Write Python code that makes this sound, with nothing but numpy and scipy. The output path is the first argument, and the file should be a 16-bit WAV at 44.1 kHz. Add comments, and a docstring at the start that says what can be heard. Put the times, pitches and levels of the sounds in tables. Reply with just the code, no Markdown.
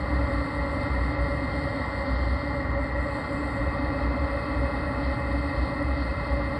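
"""On a bench, close to a hand-held microphone, a small diesel coolant heater runs steadily.
Combustion noise roars through the resonances of chamber and exhaust pipe, and a low tone booms and surges.
The blower whines at multiples of its shaft speed; its air rushes as turbulent noise through inlet and casing.
The fuel pump ticks twice a second as short noise bursts; faint coolant pump tones and a thin hiss lie behind."""
import sys
import numpy as np
from scipy import signal
from scipy.fft import rfft, irfft, next_fast_len
from scipy.io import wavfile
from scipy.ndimage import uniform_filter1d, map_coordinates

SR = 44100
rng = np.random.default_rng(int(sys.argv[2]) if len(sys.argv) > 2 else 0)


def put_to_file(sound):
    """Save the sound as 16-bit audio at rate SR, in the file named by the first command-line argument."""
    columns = np.atleast_2d(sound).T  # one column per channel
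    safe = np.clip(columns, -1, 1)
    whole_steps = np.round(safe * 32767)
    wavfile.write(sys.argv[1], SR, whole_steps.astype(np.int16))


def elevation(decibels):
    """Turn decibel levels (scalar or array-like) into linear amplitude ratios."""
    levels = np.asarray(decibels, float)
    return 10 ** (levels / 20)


N = 290663  # samples

# Resonances: (centre [Hz], width parameter [Hz], relative peak level [dB])
# of the roar in the combustion chamber
CHAMBER_MODES = [(65.5, 30, -5.5), (86, 23, -13.5), (115.4, 50.5, -10), (182, 147, -19.5),
                 (265.2, 26, -9.5), (290.2, 16.8, -4.5)]
# of the exhaust pipe
PIPE_MODES = [(449, 60, -18), (560.5, 33, -2), (692, 145, -20.5), (839.3, 45, -10.5), (982, 48, -15),
              (1040, 87, -18.5), (1130, 87, -12), (1368, 133, -15.5)]
# of the air inlet
INLET_MODES = [(1717, 116, -9), (1888.5, 124, 2), (2033, 90, -4.5), (2350, 79, -20)]
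# of the casing
CASING_MODES = [(2980, 74, -10), (3210, 200, -3), (3740, 280, -3.5), (4283, 280, 2), (4550, 210, -1.5),
                (4880, 174, -4.5), (5210, 360, -14.5), (5540, 200, -23)]
# of the lowest casing mode, a close cluster
PANEL_MODES = [(2567, 79, 3), (2617, 61, -4), (2620, 45, -15)]
# of the fuel pump's tick
TICK_MODES = [(8700, 900, -3), (9800, 1300, 0), (13600, 1500, -19)]
# of the lowest bands of the fluttering hiss
LOW_HISS_MODES = [(7666, 250, 17.7), (7920, 230, 16.5)]
# of the upper bands of the fluttering hiss
HIGH_HISS_MODES = [(8450, 300, 7), (9030, 560, 1), (9720, 850, 1), (10300, 710, -16), (10780, 700, -3.5),
                   (11230, 200, -26)]
# of the faint smooth hiss
FAR_HISS_MODES = [(6600, 490, -14), (6700, 350, -0.5), (7260, 400, -2.5), (11080, 910, -3.5),
                  (12700, 520, -8), (13500, 450, -8), (14000, 500, -7), (14400, 400, -9), (14800, 500, -11),
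                  (15250, 500, -13), (15680, 200, -11)]

# Strongest surges of the chamber boom: (start [s], length [s], level before smoothing [dB])
BOOM_SURGES = [(.01, 0.035, -28), (0.127, 0.14, -25.5), (.36, 0.085, -34), (0.574, .06, -32),
               (0.904, .18, -28.5), (1.188, 0.047, -25.5), (2.112, 0.056, -32), (2.214, 0.13, -27.5),
               (2.71, 0.13, -29.5), (2.912, .11, -31), (3.39, 0.093, -31), (3.603, 0.11, -29.5),
               (3.84, 0.05, -30), (4.024, .13, -31), (4.206, 0.043, -26), (4.563, 0.1, -29.5),
               (5.064, 0.076, -28), (5.215, 0.17, -31.5), (5.4, 0.08, -32), (5.572, 0.069, -26.5),
               (5.855, 0.099, -25), (6.002, 0.12, -29), (6.315, 0.045, -26), (6.404, .09, -30.5)]
# Blade tone of the blower: (time [s], level [dB])
BLADE_TONE = [(0.0, -44.5), (0.84, -42.5), (4.94, -45.5), (6.59, -44)]
# Blower tones: (multiple of the shaft speed [1], level against the blade tone [dB])
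SHAFT_ORDERS = [(5, -11), (7, -18), (8, -8), (9, -7), (10, -21), (11, -22), (13, -2), (14, 0), (15, -27),
                (19, -24), (20, -39), (22, -34), (23, -39), (24, -28), (25, -33), (33, -32), (38, -44)]
# Faint tones of the coolant pump: (frequency [Hz], level [dB])
COOLANT_PUMP_TONES = [(5257, -81), (5913, -99), (15437, -108)]
# Air in the casing: (time [s], mean level of the rush [dB], level of the lowest mode [dB])
CASING_AIR = [(0, -52, -60.5), (1.4, -52, -60), (1.7, -51, -65), (2.35, -52, -66), (2.9, -55.5, -64.5),
              (3.05, -55, -59.5), (3.6, -52.5, -58.5), (4.5, -52, -54.5), (5.1, -52, -56.5),
              (6.59, -52.5, -56.5)]
# Fluttering hiss: (time [s], mean level of the upper bands [dB], mean level of the lowest bands [dB])
HISS_LEVELS = [(0, -68.5, -70), (1.5, -67.5, -71), (1.9, -70, -70), (2.1, -69.5, -71), (2.8, -73, -73),
               (3.15, -67.5, -68.5), (3.45, -66.5, -66), (3.75, -69.5, -74), (5.2, -68.5, -74.5),
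               (6.59, -69.5, -75)]
# Brief dips of the hiss: (time [s], depth [dB])
HISS_DIPS = [(1.17, 11), (2.07, 8), (2.16, 9), (2.68, 5), (2.76, 8), (2.94, 7), (3.8, 5), (4.11, 6)]

CHAMBER_DB, PIPE_DB, INLET_DB = -30.5, -33.5, -41.5  # mean levels before the treble rolls off
BOOM_HZ, BOOM_WANDER_HZ = 63, 3.5
MURMUR_DB, MURMUR_SWING_DB = -39.5, 5.5  # the boom between surges
SURGE_EDGE_S = 0.0077  # outside its span a surge is 10 dB down after this time
SHAFT_HZ = 148.57  # mean turns per second
FIRST_STROKE_S, STROKE_PERIOD_S = 0.3315, 0.49972
STROKE_DB, STROKE_SCATTER_DB = -49, 1  # reference for the bursts, before their resonances
DIP_S = 0.027  # Gaussian width of a hiss dip


def unit(x):
    """Normalisation: a signal divided by its root mean square has rms 1."""
    return x / np.sqrt(np.mean(x ** 2) + 1e-20)


def curves(rows):
    """Linear interpolation: each column after the time becomes one value per sample."""
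    time, *columns = np.transpose(rows)
    return [np.interp(np.arange(N) / SR, time, column) for column in columns]


def wobble(rate):
    """Slow random modulation: a smooth curve through independent normal knots, rate of them a second."""
    knots = rng.standard_normal(int(N * rate / SR) + 4)
    return map_coordinates(knots, [np.arange(N) * rate / SR])


def resonant(x, modes, skirt):
    """Resonance: unrelated modes add in power; a larger skirt darkens the valleys between them."""
    m = next_fast_len(N + 8192)
    f = np.fft.rfftfreq(m, 1 / SR) + 1e-3  # keeps clear of division by zero
    power = 0
    for centre, width, db in modes:
        detuning = (centre * centre - f * f) / (f * width)
        power = power + elevation(2 * db) / (1 + detuning ** 2) ** skirt
    return irfft(rfft(x, m) * np.sqrt(power), m)[:N]


def rush(modes, skirt):
    """Turbulence: broadband noise excites a set of resonances, scaled to rms 1."""
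    return unit(resonant(rng.standard_normal(N), modes, skirt))


def muffled(x, top_hz, slope):
    """Low-pass filtering: above top_hz the power falls as frequency to the power -slope."""
    m = next_fast_len(N + 8192)
    f = np.fft.rfftfreq(m, 1 / SR)
    return irfft(rfft(x, m) / np.sqrt(1 + (f / top_hz) ** slope), m)[..., :N]


def flame():
    """Combustion noise: a turbulent flame excites the modes of the chamber and the exhaust pipe."""
    flicker_db = 0.4 * wobble(5)  # shared by both
    chamber_db = CHAMBER_DB + flicker_db + 0.46 * wobble(7.7)
    pipe_db = PIPE_DB + flicker_db + 0.48 * wobble(6)
    chamber = elevation(chamber_db) * rush(CHAMBER_MODES, skirt=1.443)
    pipe = elevation(pipe_db) * rush(PIPE_MODES, skirt=1.335)
    return muffled(chamber + pipe, top_hz=2240, slope=3.64)  # the silencer swallows the treble


def boom():
    """Thermoacoustic feedback: flame and chamber drive each other into a wandering, surging low tone."""
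    t = np.arange(N) / SR
    surges = np.zeros(N)
    for start, length, db in BOOM_SURGES:
        outside_s = np.clip(np.maximum(start - t, t - start - length), 0, None)
        surges += elevation(db - 10 * (outside_s / SURGE_EDGE_S) ** 2)
    murmur = elevation(MURMUR_DB + MURMUR_SWING_DB * wobble(14))
    swell = uniform_filter1d(surges + murmur, size=900)
    hz = BOOM_HZ + BOOM_WANDER_HZ * wobble(18)
    return swell * np.sqrt(2) * np.sin(2 * np.pi * np.cumsum(hz) / SR)


def blower():
    """Rotating-machine orders: tones locked to multiples of the shaft speed, each wavering in level."""
    blade_db, = curves(BLADE_TONE)
    shaft_hz = SHAFT_HZ + 0.139 * wobble(3) + 0.081 * wobble(15)
    turn = 2 * np.pi * np.cumsum(shaft_hz) / SR
    whine = np.zeros(N)
    for order, db in SHAFT_ORDERS:
        phase = rng.uniform(0, 2 * np.pi)
        whine += elevation(db + 0.43 * wobble(9)) * np.sin(order * turn + phase)
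    return np.sqrt(2) * elevation(blade_db) * whine


def air():
    """Flow noise: turbulent blower air rushes through the inlet and rings the casing."""
    casing_db, panel_db = curves(CASING_AIR)
    inlet = muffled(rush(INLET_MODES, skirt=1.79), top_hz=3020, slope=5.8)
    inlet = elevation(INLET_DB + 0.67 * wobble(3.12)) * inlet
    casing_db = casing_db + 1.0 * wobble(7.7) + 0.53 * wobble(40)
    casing = elevation(casing_db) * rush(CASING_MODES, skirt=1.88)
    panel = elevation(panel_db) * rush(PANEL_MODES, skirt=1.74)
    return inlet + panel + muffled(casing, top_hz=5600, slope=13)


def fuel_pump():
    """Impact excitation: each evenly timed stroke sends decaying noise bursts into the tick's resonances."""
    t = np.arange(SR // 20) / SR
    taps = np.zeros(N + SR)
    for stroke_s in np.arange(FIRST_STROKE_S, N / SR, STROKE_PERIOD_S):
        stroke_db = STROKE_DB + STROKE_SCATTER_DB * rng.standard_normal()
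        # (lag [s], level [dB]): lead-in, the plunger's tick, a weaker tick as it springs back
        for lag, tap_db in ((-0.004, -10), (0, 3), (0.12, -7)):
            decay_db = -60 * t / 0.02  # 60 dB in 20 ms
            burst = elevation(stroke_db + tap_db + decay_db) * rng.standard_normal(len(t))
            taps[round((stroke_s + lag) * SR):][:len(t)] += burst
    return resonant(taps[:N], TICK_MODES, skirt=2)


def coolant_pump():
    """Phase modulation: faint tones of fixed mean pitch waver a little in phase."""
    t = np.arange(N) / SR
    tones = sum(elevation(db) * np.sin(2 * np.pi * hz * t + 0.64 * wobble(6.4)) for hz, db in COOLANT_PUMP_TONES)
    return np.sqrt(2) * tones


def hiss():
    """Amplitude modulation: a thin band-limited noise flutters and dips; a fainter one stays smooth."""
    high_db, low_db = curves(HISS_LEVELS)
    t = np.arange(N) / SR
    dips_db = sum(depth * np.exp(-((t - s) / DIP_S) ** 2) for s, depth in HISS_DIPS)
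    flutter_db = 1.04 * wobble(16) - dips_db  # shared by both bands
    high = elevation(high_db + 1.2 * wobble(30)) * rush(HIGH_HISS_MODES, skirt=2.2)
    low = elevation(low_db + 0.99 * wobble(20)) * rush(LOW_HISS_MODES, skirt=2.2)
    far = elevation(-78.5 + 0.4 * wobble(5)) * rush(FAR_HISS_MODES, skirt=2.2)
    return elevation(flutter_db) * (high + low) + far


def scene():
    """Superposition: the pressures of all parts add at one spot."""
    mix = flame() + boom() + blower() + air() + fuel_pump() + coolant_pump() + hiss()
    return mix[None]  # one channel


def low_pass(x):
    """Removes everything above the highest recorded frequency."""
    return signal.sosfilt(signal.butter(12, 15830, fs=SR, output="sos"), x)


def record(dry):
    """Band limitation: the microphone drops the deepest bass and the recorder the highest treble."""
    mix = dry - muffled(dry, top_hz=22, slope=4)
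    mix = muffled(mix, top_hz=15750, slope=1500)
    return low_pass(mix)


dry = scene()
out = record(dry)
put_to_file(out)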